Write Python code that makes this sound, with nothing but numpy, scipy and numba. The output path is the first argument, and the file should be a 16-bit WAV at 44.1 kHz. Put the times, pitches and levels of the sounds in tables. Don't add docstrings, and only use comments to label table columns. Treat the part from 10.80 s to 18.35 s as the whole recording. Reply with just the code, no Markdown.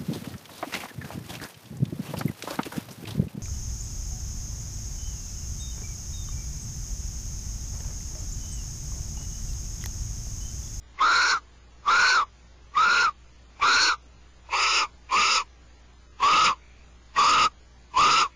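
import sys
import numpy as np
from scipy import signal
from scipy.fft import rfft, irfft
from scipy.io import wavfile
from scipy.ndimage import uniform_filter1d
from numba import njit

SR = 44100
rng = np.random.default_rng(int(sys.argv[2]) if len(sys.argv) > 2 else 0)


def how_loud(loudness_db):
    steps = np.asarray(loudness_db, float) / 20
    return 10 ** steps


def put_to_file(sound):
    columns = np.atleast_2d(sound).T
    safe = np.clip(columns, -1, 1)
    whole_steps = np.round(safe * 32767)
    wavfile.write(sys.argv[1], SR, whole_steps.astype(np.int16))


N = 332955
STREAM_HZ, STREAM_TOP_HZ = 16000, 7265


def level(x, db):
    return x * how_loud(db) / np.sqrt(np.mean(x ** 2))


def colour(x, points):
    hz, db = np.transpose(points)
    bins_hz = np.fft.rfftfreq(len(x), 1 / SR) + 1
    gain_db = np.interp(np.log(bins_hz), np.log(hz), db)
    return irfft(rfft(x) * how_loud(gain_db), len(x))


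@njit
def svf(x, hz, width_hz):
    y, band, low = np.empty(len(x)), 0., 0.
    for i in range(len(x)):
        g = np.tan(np.pi * hz[i] / SR)
        k = width_hz[i] / hz[i]
        v = (band + g * (x[i] - low)) / (1 + g * (g + k))
        band = 2 * v - band
        low = low + 2 * g * v
        y[i] = k * v
    return y


def ring(hz, width_hz):
    hz = hz + np.zeros(N)
    width_hz = np.maximum(width_hz, 20) + np.zeros(N)
    air = rng.standard_normal(N) * np.sqrt(2 * SR / np.pi / width_hz)
    return svf(svf(air, hz, width_hz), hz, width_hz)


def unsteady():
    k = int(.02 * SR)
    drift = uniform_filter1d(uniform_filter1d(rng.standard_normal(N), k), k)
    return how_loud(2.5 * level(drift, 0))


def electronics():
    # (frequency [Hz], rms level [dB])
    hum_tones = [(60, -53), (120, -70), (180, -75), (240, -81.5), (300, -74.5), (360, -76.5), (420, -80.5)]
    # (frequency [Hz], density [dB per Hz])
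    hiss_points = [(10, 9), (40, 4), (100, 5), (180, -2.5), (320, -7.5), (1000, -10), (3000, -14.5),
                   (5000, -16.5), (5550, -19.5), (6000, -16.5), (7200, -17)]
    t = np.arange(N) / SR
    hum = 0
    for hz, db in hum_tones:
        hum = hum + how_loud(db + 3) * np.sin(2 * np.pi * hz * t + 2 * np.pi * rng.random())
    return hum + level(colour(rng.standard_normal(N), hiss_points), -55)


def mate():
    # (start [s], length [s], level [dB])
    wheezes = [
        (5.771, 0.31, -62),
        (7.49, 0.21, -61),
    ]
    fade_db, start_hz, rise_hz = 4, 2140, 430
    out = 0
    for start_s, length_s, peak_db in wheezes:
        u = (np.arange(N) / SR - start_s) / length_s
        db = np.interp(u, [-.1, .15, .9, .93], [-90, peak_db, peak_db - fade_db, -90], left=-120, right=-120)
        out = out + how_loud(db) * ring(start_hz + rise_hz * np.clip(u, 0, 1), 410.)
    return out


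def catches():
    # (start [s], peak level [dB], frequency [Hz], length [s])
    squeaks = [
        (.186, -29, 2080, .018),
        (1.947, -33.5, 1950, 0.016),
        (2.794, -32.5, 900, .01),
        (2.813, -21.5, 2350, 0.024),
        (3.688, -36.5, 950, 0.011),
        (4.303, -38.5, 1000, 0.011),
        (5.401, -27, 1050, .011),
        (6.359, -24.5, 1900, .02),
        (7.137, -33, 950, .02),
    ]
    t, out = np.arange(N) / SR, np.zeros(N)
    flutter = 1 + 2.9 * uniform_filter1d(rng.standard_normal(N), size=40)
    for start_s, db, hz, length_s in squeaks:
        cut = slice(int(start_s * SR), int((start_s + length_s) * SR))
        swell = np.sin(np.pi * (t[cut] - start_s) / length_s)
        out[cut] += how_loud(db) * swell * flutter[cut] * np.sin(2 * np.pi * hz * t[cut])
    return out


def screech(t, call, pose, effort):
    start_s, length_s, db, top_hz, widest_s = call
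    first_hz, mouth_hz, mouth_db, third_db, fourth_db = pose
    rough, early, cost_db, fading_s, droop_db = effort
    attack_s, release_s, tail_s = .036, .03, .03
    t, shut_s = t - start_s, length_s - release_s
    after = np.maximum(t, 0)
    late = np.maximum(t - widest_s, 0)

    gape = np.interp(t, [0, widest_s, shut_s], [early, 1, -.7]) - .37 * np.exp(-after / .02)
    lack = gape - 1

    body_db = db + 1.5 * np.exp(-abs(t) / .03) - cost_db * np.maximum(gape, 0) ** 2
    edge_s = [-attack_s - .012, -attack_s, 0, min(length_s - fading_s, shut_s), shut_s,
              length_s, length_s + tail_s, length_s + 2 * tail_s]
    edge_db = np.interp(t, edge_s, [-91.5 - db, -52.5 - db, 0, 0, -droop_db, -60 - db, -74 - db, -100 - db])

    settled, leap_s, sag_hz_per_s, round_s = .9, .018, 3200, .013
    climb = settled + (1 - settled) * np.sin(np.pi / 2 * np.minimum(after / widest_s, 1))
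    leap_hz = (settled * top_hz - first_hz) * np.exp(-after / leap_s)
    sag_hz = sag_hz_per_s * (np.hypot(late, round_s) - round_s)
    hz = np.maximum(top_hz * climb - leap_hz - sag_hz, .8 * top_hz)

    opening_db = 12 * np.clip(-t / attack_s, 0, 1)
    return (body_db + edge_db, hz, mouth_hz + 197.1 * lack, mouth_db + 8.5 * lack + opening_db,
            third_db + 13 * lack, fourth_db + 12 * lack, rough + .12 * lack, top_hz + 0 * t)


def owl():
    # (full voice [s], length [s], level [dB], top windpipe pitch [Hz], time to widest gape [s])
    calls = [
        (0.214, 0.39, -20.5, 1420, 0.3),
        (1.082, 0.38, -20, 1430, 0.24),
        (1.973, .35, -20, 1391, .25),
        (2.832, .34, -20, 1431, 0.24),
        (3.736, 0.35, -26, 1313, 0.26),
        (4.328, 0.32, -22, 1295, 0.22),
        (5.428, 0.33, -20, 1275, .235),
        (6.384, 0.3132, -18.5, 1270, 0.27),
        (7.172, 0.32, -18.5, 1294, 0.23),
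    ]
    # (first windpipe pitch [Hz], then at widest gape: mouth [Hz], mouth band [dB],
    # 3rd overtone [dB], 4th overtone [dB])
    poses = [(1110, 2300, -8, -2.5, -9.5), (1168, 2450, -7.5, -3.5, -9.5), (1166, 2600, -7.5, -7.5, -12.5),
             (1156, 2600, -3, 1, -3.5), (982, 2680, 4, -3, 2), (1065, 2700, 1.5, -3, 1),
             (1053, 2800, -5, -8.5, -9.5), (1124, 2750, -7, -11, -8), (1000, 2800, -3, -6, -3.5)]
    # (roughness [0-1], early gape [share of widest, below 0 = tighter], gaping cost [dB], fading [s],
    # droop [dB])
    efforts = [(.45, 0.01, 2.5, .07, 9), (.47, 0, 1.5, .08, 6.5), (.27, 0, 2, 0.081, 5),
               (.5, -.1, 5, .08, 9), (0.7, 0.3, 3, 0.05, 9), (.45, 0, 5, .07, 11),
               (.35, 0.4, -0.5, 0.061, 6.5), (0.4, .8, 1.5, 0.039, 1), (.4, 0, 3.5, 0.069, 11)]
    cuts = [int((call[0] - .15) * SR) for call in calls[1:]]
    parts = map(screech, np.split(np.arange(N) / SR, cuts), calls, poses, efforts)
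    controls = np.concatenate(list(parts), axis=1)
    db, hz, mouth_hz, mouth_db, third_db, fourth_db, rough, top_hz = controls
    rough = np.clip(rough, 0, 1)

    rasp_hz = hz + .3 * (hz - 1200.)
    pipe_width_hz = 800. + 0 * hz
    swing = np.tanh(1.6 * ring(rasp_hz, 55 + 290 * rough))
    voice = how_loud(4.) * svf(svf(swing, rasp_hz, pipe_width_hz), rasp_hz, pipe_width_hz)
    throat = ring(.45 * hz + 450., 380.)
    voice += how_loud(-14 + 18 * rough) * throat
    voice += how_loud(mouth_db) * unsteady() * (ring(mouth_hz, 600.) + how_loud(-6) * ring(2200., 900.))
    voice += how_loud(third_db) * unsteady() * ring(3.01 * hz, 600.)
    fourth = ring(2.1 * hz + 1.8 * top_hz, 750.)
    fourth += how_loud(-6.) * ring(6700., 1200.)
    fourth += how_loud(-8.5) * ring(5000., 4000.)
    voice += how_loud(fourth_db) * unsteady() * fourth
    low_breath = ring(450., 330.)
    voice += how_loud(-17.5 + .49 * mouth_db) * low_breath

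    branches = ((740. + 0 * hz, 230., .75), (1.19 * top_hz, 230., .7),
                (3180. + 0 * hz, 220., .6), (3.27 * top_hz, 400., .7))
    for notch_hz, width_hz, depth in branches:
        voice = voice - depth * svf(voice, notch_hz, width_hz + 0 * hz)
    return voice * how_loud(db + .6 * np.maximum(db + 23.5, 0))


def scene():
    return (owl() + mate() + electronics() + catches())[None]


def overload(x):
    rail, knee, lean = .175, 3.4, .044
    x = x / rail
    return rail * x / (1 + abs(x) ** knee) ** (1 / knee) * (1 + lean * np.tanh(x))


def stream(x):
    frame, grid = 1024, 715
    step_db, quiet_db, scatter_db = 7.5, -23.5, 2.6
    local, starve, tilt, follow = .45, .2, .33, .5
    x = np.pad(signal.resample_poly(x, 160, 441), (2 * frame - grid, 2 * frame))
    ride = (uniform_filter1d(x ** 2, size=200) + 1e-5) ** (follow / 2)

    n, k = np.arange(2 * frame), np.arange(frame)
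    window = signal.windows.kaiser_bessel_derived(2 * frame, 4 * np.pi)
    cosines = np.cos(np.pi / frame * np.outer(n + .5 + frame / 2, k + .5))
    basis = window[:, None] * cosines * np.sqrt(2 / frame)
    c = np.lib.stride_tricks.sliding_window_view(x / ride, 2 * frame)[::frame] @ basis
    c[:, k * STREAM_HZ / 2 / frame > STREAM_TOP_HZ] = 0

    band = (14 * np.log(1 + k / 100) + k / 64).astype(int)
    starts = np.unique(band, return_index=True)[1]
    power = np.add.reduceat(c ** 2, starts, axis=1) / np.bincount(band) + 1e-14
    typical = np.median(power[:, band], axis=1, keepdims=True)
    coarse = how_loud(step_db) * np.minimum(typical / 8e-3, 1) ** starve
    masked = uniform_filter1d(power, size=7, axis=1)
    step = np.hypot(np.sqrt(masked ** local * typical ** (1 - local)) * coarse, how_loud(quiet_db))
    step = step * how_loud(scatter_db * rng.standard_normal(power.shape))
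    step = step[:, band] * (1 + k / 100) ** -tilt
    rounded = np.floor((abs(c) / step) ** .75 + .4) ** (4 / 3)

    frames = (np.sign(c) * rounded * step) @ basis.T
    y = (frames[1:, :frame] + frames[:-1, frame:]).ravel()
    y = (y * ride[frame:frame + len(y)])[frame - grid:]
    return signal.resample_poly(y, 441, 160)[:N]


def mirror_and_grit(y):
    # (frequency [Hz], gain [dB])
    mirror_points = [(8600, -100), (8750, -7.5), (9300, -23.5), (10000, -34.5), (10500, -69.5),
                     (10800, -110)]
    # (frequency [Hz], gain [dB])
    grit_points = [(20, -30), (300, -32.5), (1000, -22), (7300, -31), (8700, -49), (9500, -88.5)]
    image = 2 * y * np.cos(2 * np.pi * STREAM_HZ * np.arange(N) / SR)
    grit = y * rng.standard_normal(N)
    return colour(image, mirror_points) + colour(grit, grit_points)


def low_pass(x):
    return signal.sosfilt(signal.butter(12, 10470, fs=SR, output="sos"), x)


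def record(dry):
    converter_bias = .00081
    y = stream(overload(dry[0]) + converter_bias)
    y = colour(y, [(10, 0), (STREAM_TOP_HZ, 0), (STREAM_TOP_HZ + 60, -60)])
    y = y + mirror_and_grit(y)
    return low_pass(y[None])


dry = scene()
out = record(dry)
put_to_file(out)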